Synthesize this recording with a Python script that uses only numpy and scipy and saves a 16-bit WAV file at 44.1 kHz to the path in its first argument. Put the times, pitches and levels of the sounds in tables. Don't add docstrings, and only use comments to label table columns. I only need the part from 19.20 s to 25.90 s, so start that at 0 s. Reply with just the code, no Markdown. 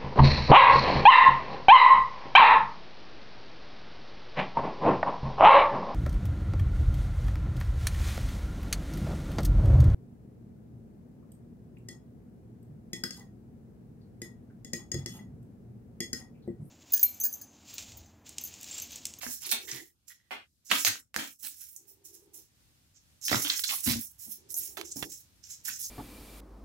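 import sys
import numpy as np
from scipy import signal
from scipy.fft import rfft, irfft, next_fast_len
from scipy.io import wavfile
from scipy.ndimage import uniform_filter1d, map_coordinates

SR = 44100
rng = np.random.default_rng(int(sys.argv[2]) if len(sys.argv) > 2 else 0)


def generate_wav(signal):
    frames = np.transpose(np.atleast_2d(signal))
    scaled = np.clip(frames, -1, 1) * 32767
    pcm = np.round(scaled).astype(np.int16)
    wavfile.write(sys.argv[1], SR, pcm)


N = 295470
TIME = np.arange(N) / SR


# t/s, hold/s, level/dB, brightness/dB (dry skin sizzles, a soft pad swishes)
RUB_STROKES = [(0.0, 0.092, -38.5, 0.5), (0.08, 0.056, -36, 8.5), (0.196, 0.015, -32.5, 6.5),
               (0.245, .03, -39, 11.5), (0.4, 0.13, -40.5, 9), (0.473, 0.12, -43.5, 7),
               (0.865, 0.0091, -49.5, 2), (1.442, 0.055, -48, 0.5), (1.494, 0.21, -29.5, 7),
               (2.01, 0.048, -43.5, 5.5), (2.18, 0.038, -43.5, 12.5), (2.215, 0.0074, -33, 11),
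               (2.292, 0.27, -45.5, 13), (2.383, 0.018, -40, 7), (2.662, 0.0029, -47, 14),
               (2.832, 0.015, -45.5, 8), (2.921, 0.0048, -43, 9), (3.125, 0.04, -44, 7.5),
               (3.733, 0.0051, -58.5, -22), (4.006, 0.015, -39.5, 2), (4.034, 0.026, -32.5, 12),
               (4.099, 0.099, -26.5, 4.5), (4.26, 0.12, -29.5, 7.5), (4.44, 0.085, -29.5, 7),
               (4.57, 0.054, -38.5, 12.5), (4.619, 0.083, -23.5, 10), (4.776, 0.055, -36.5, 12.5),
               (4.976, 0.05, -40.5, 8.5), (5.082, 0.024, -39.5, 6.5), (5.281, 0.018, -37.5, 12.5),
               (5.354, 0.06, -33, 9), (5.422, 0.038, -34.5, 11.5), (5.633, 0.018, -41.5, 2.5),
               (5.74, 0.064, -34.5, 7.5), (5.883, 0.033, -37.5, 4.5), (6.221, 0.056, -49.5, -7),
               (6.287, 0.0072, -39, -8.5), (6.435, 0.095, -33.5, 6), (6.576, 0.069, -35, 8.5)]
# f/Hz, level/dB
RUB_SPECTRUM = [(880, -50.5), (1500, -25), (3480, -20), (4160, -16.5), (4780, -18.5), (4920, -13.5),
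                (5220, -5.5), (7840, -5.5), (8740, -10.5), (9650, -6), (11900, -4.5), (14900, -6),
                (16000, -4.5)]

def rub(gain_db=0.6):
    friction = slips(per_s=7000, spread_db=2.5) + undb(-6) * slips(per_s=200, spread_db=2.5)
    grains = flicker_treble(colour(friction, RUB_SPECTRUM), depth_db=2, rate_hz=35)
    swish = colour(grains, [(20, 0), (7500, 0), (9500, -30), (16000, -50)])
    sizzle = unit(grains - swish) * undb(3 * walk(25))
    start_s, hold_s, db, bright_db = np.transpose(RUB_STROKES)
    swish_db = db - 10 * np.log10(1 + undb(bright_db) ** 2)
    rustle = np.zeros(N)
    for part, part_db in [(unit(swish), swish_db), (sizzle, swish_db + bright_db)]:
        strokes = zip(start_s, hold_s, part_db)
        rustle += part * pressure(strokes, attack_s=0.02, release_s=0.036, sag_db_per_s=20)
    return place(rustle * undb(gain_db + 2.4 * walk(130)), left_db=-15, room_db=-7.5)


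# t/s, low/dB, mid/dB, treble/dB, room send/dB (capped in flicks), chatter/s
TAG_FLICKS = [(0.032, -7.5, -7, -11.5, 2, 0.0073), (0.22, -24, -26.5, -14, -18, 0.0024),
              (0.2926, -31, -11, -7.5, 4.5, 0.00086), (0.3145, -35.5, -1.5, 6.5, -12, 0.0084),
              (0.3221, -3.5, 4.5, 0, 4, 0.0041), (1.108, -6.5, -4, -26, 5.5, 0.018),
              (1.5139, 6.5, 11, 1, 0.5, 0.0015), (1.5169, 6.5, 12, -5, 2, .001),
              (1.649, 0.5, 9.5, 9, 1, 0.0015), (1.666, -4, 10.5, 2.5, -4, 0.017),
              (1.9427, -5.5, -4.5, -13, 1.5, .0015), (1.9625, 0.5, -2, -1.5, -1.5, 0.00096),
              (1.987, -12, -6, -16, 22, 0.019), (2.563, -44, -66, -7.5, -3.5, 0.0033),
              (4.0825, -26, 5, -2, -4, 0.0015), (4.126, 8, 6, -6.5, -5, .006),
              (4.2494, -13.5, -9, -12.5, 7.5, 0.0019), (4.3, -10.5, 1, -11, 6, 0.0035),
              (4.3938, -20.5, -1.5, -7, -14, 0.0024), (4.4393, -26, -1.5, 0.5, -7, 0.0094),
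              (4.491, -28, -2.5, -8.5, 4, 0.01), (5.3425, -23, -63, 0.5, -0.5, 0.00079),
              (5.57, -6, -6, -12, -24, 0.029), (5.6129, -8, -3, -11.5, -12, 0.0021),
              (5.8258, -4, 2, -9.5, -24, 0.01)]
# f/Hz, width/Hz, level/dB
TAG_MODES = [(778.5, 450, -1), (1000, 110, -16.5), (1890, 230, -16), (2540, 670, -14.5), (4160, 300, -8)]

def flicks(chatter_db=-2, ring_db=-3, max_send_db=7, left_db=-11, room_db=-2):
    direct, walls = np.zeros((2, N))
    t = np.arange(3072) / SR
    for start_s, low_db, mid_db, treble_db, send_db, chatter_s in TAG_FLICKS:
        contact = ((t == 0) + .4 * burst(t, .0005)) * np.exp(-chatter_s / .03)
        chatter = burst(t, chatter_s) * np.sqrt(chatter_s / .004)
        spectrum = [(60, low_db - 22), (350, low_db - 11), (650, low_db), (900, low_db),
                    (1600, mid_db), (3000, mid_db), (6000, treble_db), (15000, treble_db)]
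        click = disperse(signal.fftconvolve(contact + undb(chatter_db) * chatter, snap(spectrum)))
        bend_modes = [(hz, hz / 24, -1.5) for hz in 1000 * 7 ** rng.random(size=6)]
        click = .75 * (click + undb(ring_db) * ring(click, TAG_MODES) + ring(click, bend_modes))
        add(direct, start_s, click)
        add(walls, start_s, click * undb(min(send_db, max_send_db)))
    return ports(direct * undb(left_db), direct) + undb(room_db) * room(walls)


# t/s, level/dB, f/Hz
TAG_CLACKS = [(0.066, -23, 1690), (1.5143, -7.5, 2028), (1.517, -6.5, 2900), (1.7557, -32.5, 1440),
              (1.9631, -10, 1750), (4.1163, -17.5, 480), (4.1452, -9.5, 1300)]

def clacks(fade_s=0.0012):
    out = np.zeros(N)
    t = np.arange(1024) / SR
    for start_s, db, hz in TAG_CLACKS:
        add(out, start_s, undb(db) * np.sin(2 * np.pi * hz * t) * np.exp(-t / fade_s))
    return place(out, left_db=-11, room_db=-7)


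# t/s, level/dB, contact/s, room send/dB
VALVE_KNOCKS = [(4.1162, 15, 0.00086, -2), (4.13, 13.5, 0.00035, -4), (4.1453, -14, 0.00064, -15),
                (5.5761, -2, 0.00038, -25), (5.761, 4, 0.002, -30), (5.8272, 15.5, 0.0019, -19)]
# f/Hz, width/Hz, level/dB
VALVE_MODES = [(438, 480, -19.5), (770, 330, -14.5), (1365, 200, -1), (1970, 240, 3.5)]

def knocks(gain_db=3, thud_db=-12, left_db=-12):
    direct, walls = np.zeros((2, N))
    t = np.arange(2048) / SR
    for start_s, db, contact_s, send_db in VALVE_KNOCKS:
        push = np.sin(np.pi * np.minimum(t / contact_s, 1)) ** 2
        knock = undb(db + gain_db) * (ring(push, VALVE_MODES) + undb(thud_db) * push) / push.sum()
        add(direct, start_s, knock)
        add(walls, start_s, knock * undb(send_db))
    return ports(direct * undb(left_db), direct) + room(walls)


# t/s, length/s, level/dB, f/Hz
TAG_CRINKLES = [(0.245, 0.016, -41.5, 4350), (0.307, 0.026, -27, 11400), (0.512, 0.0083, -33, 6540),
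                (1.671, 0.016, -25, 11700), (4.044, 0.062, -36, 5860), (4.243, 0.039, -32.5, 3020),
                (4.298, 0.0055, -19.5, 3950), (4.436, 0.0083, -25, 4000), (4.49, 0.023, -32, 2760),
                (4.51, 0.043, -43, 1000), (5.359, 0.045, -30, 12100), (5.712, 0.018, -37, 7060),
                (6.479, 0.024, -36.5, 13200), (6.478, 0.018, -37, 1740), (6.625, 0.049, -40.5, 6300)]

def crinkles(snaps_per_s=1600, spread_db=3, fold_q=2.1):
    out = np.zeros(N)
    t = np.arange(int(.1 * SR)) / SR
    for start_s, length_s, db, hz in TAG_CRINKLES:
        size = undb(spread_db * np.minimum(rng.exponential(size=len(t)), 3))
        sign = rng.choice([-1, 1], len(t))
        snaps = (rng.random(len(t)) < snaps_per_s / SR) * size * sign
        swell = np.sqrt(np.abs(np.sin(np.pi * np.minimum(t / length_s, 1))))
        fold = [(hz, hz / fold_q, 0)]
        crease = ring(ring(snaps * swell, fold), fold)
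        facets = [(f, f / 25, -1) for f in hz * 2 ** rng.uniform(-.4, .3, size=3)]
        crease = crease + ring(crease, facets)
        add(out, start_s, undb(db) * crease * np.sqrt(length_s * SR / np.sum(crease ** 2)))
    return place(out, left_db=-5.5, room_db=-9)


# t/s, hold/s, level/dB
SCRAPE_STROKES = [(0.0, 0.016, -42), (0.215, 0.045, -43.5), (0.47, 0.094, -48), (1.488, 0.082, -35),
                  (2.225, 0.038, -45), (4.075, 0.072, -33), (4.25, 0.078, -41), (4.477, 0.045, -37),
                  (4.65, 0.073, -31), (6.44, 0.055, -48)]
# f/Hz, level/dB
SCRAPE_SPECTRUM = [(180, -9.5), (300, -7), (380, -27.5), (765, -19), (969, -11), (2190, -3), (3010, -2.5),
                   (5200, -3), (7000, -13), (9100, -26), (15400, -79)]

def scrape(ring_db=-5, grip_db=2):
    grains = colour(slips(per_s=900, spread_db=3), SCRAPE_SPECTRUM)
    grains = grains + undb(ring_db) * ring(grains, TAG_MODES)
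    path_s = .0009 * np.exp(.3 * walk(30))
    grains = unit(grains - .45 * np.interp(TIME - path_s, TIME, grains))
    drag = pressure(SCRAPE_STROKES, attack_s=0.018, release_s=0.0037, sag_db_per_s=-18.5)
    return place(grains * drag * undb(grip_db * walk(50)), left_db=-11, room_db=-8)


# t/s, level/dB, f/Hz
TAG_FLAPS = [(0.06, -47, 244), (0.524, -48, 129), (1.669, -43.5, 101.7), (1.963, -43.5, 222),
             (4.119, -33, 100), (4.137, -32.5, 122), (5.06, -53, 221), (5.757, -40.5, 285),
             (5.816, -47, 300)]

def flaps(gain_db=-4, rise_s=0.11, fade_s=0.016, flutter=0.61):
    out = np.zeros(N)
    t = np.arange(int(.15 * SR)) / SR
    envelope = (1 - np.exp(-t / rise_s)) * np.exp(-t / fade_s)
    for start_s, db, hz in TAG_FLAPS:
        crumple = unit(ring(rng.standard_normal(len(t)), [(142, 64, -1.7), (238, 39, 0.99)]))
        swing = np.sin(2 * np.pi * hz * t) + flutter * crumple
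        add(out, start_s, undb(db) * swing * envelope / envelope.max())
    return place(out * undb(gain_db), left_db=2, room_db=-3)


# t/s, level/dB, f/Hz
WALL_BOOMS = [(0.326, -43.5, 237), (1.514, -34.5, 219.3), (1.532, -37, 283.3), (1.975, -42, 308),
              (2.018, -41.5, 283.5), (4.243, -34, 289)]

def booms(gain_db=-3, rise_s=0.022, fade_s=0.022):
    out = np.zeros(N)
    t = np.arange(int(.3 * SR)) / SR
    envelope = (1 - np.exp(-t / rise_s)) * np.exp(-(t / fade_s) ** 2)
    for start_s, db, hz in WALL_BOOMS:
        add(out, start_s, undb(db) * np.sin(2 * np.pi * hz * t) * envelope / envelope.max())
    return place(out * undb(gain_db), left_db=0, room_db=-6)


# t/s, hold/s, level/dB
JUDDER_STROKES = [(4.658, 0.11, -31.5)]
# f/Hz, width/Hz, level/dB
JUDDER_MODES = [(115, 19, 4), (230, 16, 12.5), (280, 42, -3)]

def judder(slip_hz=117.3, sag_hz_per_s=39.4, rumble_db=-3):
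    rate_hz = slip_hz - sag_hz_per_s * np.clip(TIME - JUDDER_STROKES[0][0], 0, 1)
    cycles = np.cumsum(rate_hz * (1 + .1 * walk(90))) / SR
    pulses = np.diff(np.floor(cycles), prepend=0) * undb(2 * walk(120))
    groan = unit(ring(ring(pulses, JUDDER_MODES), [(169, 400, 0)]))
    spectrum = [(45, -5), (110, 0), (170, -7), (280, 0), (400, -20), (900, -36), (4000, -70)]
    rumble = unit(colour(rng.standard_normal(N), spectrum))
    grip = pressure(JUDDER_STROKES, attack_s=0.016, release_s=0.022, sag_db_per_s=91)
    return place((groan + undb(rumble_db) * rumble) * grip, left_db=0, room_db=-20)


# t/s, hold/s, level/dB
SQUEAL_STROKES = [(0.465, 0.12, -41.5), (0.885, 0.019, -50.5), (0.98, 0.25, -70)]
# f/Hz, width/Hz, level/dB
SQUEAL_MODES = [(1930, 200, 0), (3100, 600, -13)]

def squeal(gain_db=1, grip_db=2):
    song = ring(slips(per_s=1100, spread_db=2.5), SQUEAL_MODES)
    song = unit(colour(song, [(1500, 0), (4000, 0), (9000, -15)]))
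    twist = pressure(SQUEAL_STROKES, attack_s=0.021, release_s=0.0055, sag_db_per_s=60)
    return place(song * twist * undb(gain_db + grip_db * walk(50)), left_db=-9, room_db=-9)


# t/s, hold/s, level/dB
HOLLOW_STROKES = [(0.24, .33, -58.5), (2.56, 0.6, -72), (5.15, 0.52, -67.5), (5.56, 0.015, -45.5),
                  (5.76, 0.071, -52)]

def hollow_rub(gain_db=-1):
    pocket = [(381, 120, 4), (781, 180, -8.5)]
    tone = unit(ring(ring(slips(per_s=1200, spread_db=1.5), pocket), pocket))
    drift_s = np.cumsum(.025 * walk(9)) / SR
    tone = np.interp(TIME + drift_s, TIME, tone, period=N / SR)
    grip = pressure(HOLLOW_STROKES, attack_s=0.035, release_s=0.029, sag_db_per_s=-14.5)
    return place(tone * grip * undb(gain_db), left_db=-2.5, room_db=-11.5)


# t/s, level/dB
RUMBLE_LEVEL = [(0, -63.5), (.8, -75.5), (2.5, -74.5), (3.9, -67.5), (6.7, -65.5)]
# f/Hz, level/dB
RUMBLE_SPECTRUM = [(15, -42.5), (25, -21), (80, -8.5), (217, -21), (301, -23), (384, -31), (962, -36.5),
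                   (5000, -33.5), (14800, -38.5), (16000, -47.5)]

def room_rumble():
    mid = colour(rng.standard_normal(N), RUMBLE_SPECTRUM)
    side = colour(rng.standard_normal(N), RUMBLE_SPECTRUM)
    side = colour(side, [(30, -4.5), (200, -9), (800, 0.5), (3000, 0.5)])
    level_db = np.interp(TIME, *np.transpose(RUMBLE_LEVEL)) + walk(8.2)
    return np.array([mid + side, mid - side]) / mid.std() * undb(level_db)


# f/Hz, t60/s, level/dB
ECHO_BANDS = [(100, 1, -10.5), (300, 0.27, 6), (747, 0.29, -2), (2250, 0.35, -2), (4560, 0.29, 2.5),
              (14900, 0.16, -1)]

def room(x, cutoff_s=0.145):
    t = np.arange(int(.4 * SR)) / SR
    hz = np.fft.rfftfreq(len(t), 1 / SR)
    noise = rfft(rng.standard_normal((2, len(t))))
    apart_rad = np.minimum(.45 + hz / 1000, 1) * np.pi / 2
    noise[0] = np.cos(apart_rad) * noise[1] + np.sin(apart_rad) * noise[0]
    window = np.clip((t - .001) / .002, 0, 1) * np.exp(-(t / cutoff_s) ** 8)
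    tail = 0
    for k, (_, t60_s, db) in enumerate(ECHO_BANDS):
        band = along([(row[0], j == k) for j, row in enumerate(ECHO_BANDS)], hz)
        fade = window * np.exp(-np.log(1000) * t / t60_s)
        tail = tail + undb(db) * irfft(noise * band, len(t)) * fade / np.linalg.norm(fade)
    return signal.fftconvolve(x[None], tail, axes=1)[:, :N]


# t/s, lag/s
LEFT_LAG = [(0, 0.000062), (2.3, .00002), (4, 0.00017)]
# f/Hz, level/dB
LEFT_SPECTRUM = [(20, -3.5), (300, 2), (1300, -4), (3200, -4.5), (6500, 4.5), (10000, -4.5)]

def ports(left, right, wall_db=-4):
    lag_s = np.interp(TIME, *np.transpose(LEFT_LAG))
    bounce_s = .0012 + .0002 * walk(3)
    direct = map_coordinates(left, [(TIME - lag_s) * SR], order=3)
    bounce = map_coordinates(left, [(TIME - lag_s - bounce_s) * SR], order=3)
    return np.array([colour(direct + undb(wall_db) * bounce, LEFT_SPECTRUM), right])


def place(x, left_db, room_db):
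    return ports(x * undb(left_db), x) + undb(room_db) * room(x)


def pressure(strokes, attack_s, release_s, sag_db_per_s):
    power, t = np.zeros(N), TIME[:SR]
    for start_s, hold_s, db in strokes:
        press = np.minimum(t / attack_s, 1) ** 2
        let_go = np.exp(-np.maximum(t - attack_s - hold_s, 0) / release_s)
        add(power, start_s, (press * let_go * undb(db - sag_db_per_s * t)) ** 2)
    return np.sqrt(power)


def slips(per_s, spread_db):
    size = undb(spread_db * np.minimum(rng.exponential(size=N), 5))
    return unit((rng.random(N) < per_s / SR) * size * rng.choice([-1, 1], N))


def burst(t, fade_s):
    spray = rng.standard_normal(len(t))
    spray = spray * np.abs(spray) * np.exp(-t / fade_s)
    return spray / np.linalg.norm(spray)


def snap(points):
    cepstrum = irfft(np.log(undb(along(points, np.fft.rfftfreq(1024, 1 / SR)))))
    cepstrum[1:512] *= 2
    cepstrum[513:] = 0
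    return irfft(np.exp(rfft(cepstrum)))


def disperse(x):
    hz = np.fft.rfftfreq(len(x), 1 / SR)
    return irfft(rfft(x) * np.exp(-1j * np.sqrt(hz / 14)), len(x))


def flicker_treble(x, depth_db, rate_hz):
    size = next_fast_len(N, True)
    hz, spectrum = np.fft.rfftfreq(size, 1 / SR), rfft(x, size)
    centres_hz = 2800 * np.sqrt(2) ** np.arange(6)
    out = np.zeros(N)
    for centre_hz in centres_hz:
        band = along([(f, f == centre_hz) for f in centres_hz], hz)
        out += irfft(spectrum * band, size)[:N] * undb(depth_db * walk(rate_hz))
    return unit(out)


def ring(x, modes):
    return sum(undb(db) * signal.lfilter(*signal.iirpeak(hz, hz / width_hz, SR), x)
               for hz, width_hz, db in modes)


def colour(x, points):
    size = next_fast_len(N, True)
    hz = np.fft.rfftfreq(size, 1 / SR)
    low_cut = np.minimum(hz / points[0][0], 1) ** 2
    return irfft(rfft(x, size) * undb(along(points, hz)) * low_cut, size)[:N]


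def along(points, hz):
    f, value = np.transpose(points)
    return np.interp(np.log(hz + 1), np.log(f), value)


def walk(rate_hz):
    knots = rng.standard_normal(4000)
    return 1.2 * np.interp(TIME * rate_hz, np.arange(len(knots)), knots)


def add(track, start_s, sound):
    i = max(int(start_s * SR), 0)
    track[i:i + len(sound)] += sound[:N - i]


def undb(db):
    return 10 ** (np.asarray(db) / 20)


def unit(x):
    return x / np.sqrt(np.mean(x ** 2))


def suppress_echo(x, below_db=-19, memory_s=0.037, min_gain_db=-12):
    spectra = signal.stft(x, nperseg=512)[2]
    power = uniform_filter1d(np.mean(np.abs(spectra) ** 2, axis=0), size=7, axis=0) + 1e-20
    keep = np.exp(-256 / SR / memory_s)
    recent = signal.lfilter([1 - keep], [1, -keep], power)
    gain = np.maximum(power / (power + undb(below_db) ** 2 * recent), undb(min_gain_db))
    return signal.istft(spectra * gain)[1][:, :N]


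def scene():
    impacts = flicks() + clacks() + knocks() + booms() + crinkles() + flaps()
    friction = rub() + scrape() + squeal() + hollow_rub() + judder()
    return impacts + friction + room_rumble()


def record(dry):
    low_hz, top_hz, ceiling = 44, 15800, .85
    thinned = signal.sosfilt(signal.butter(3, low_hz, "high", fs=SR, output="sos"), dry)
    rounded = ceiling * np.tanh(suppress_echo(thinned) / ceiling)
    return signal.sosfilt(signal.ellip(10, .2, 70, top_hz, fs=SR, output="sos"), rounded)


dry = scene()
out = record(dry)
generate_wav(out)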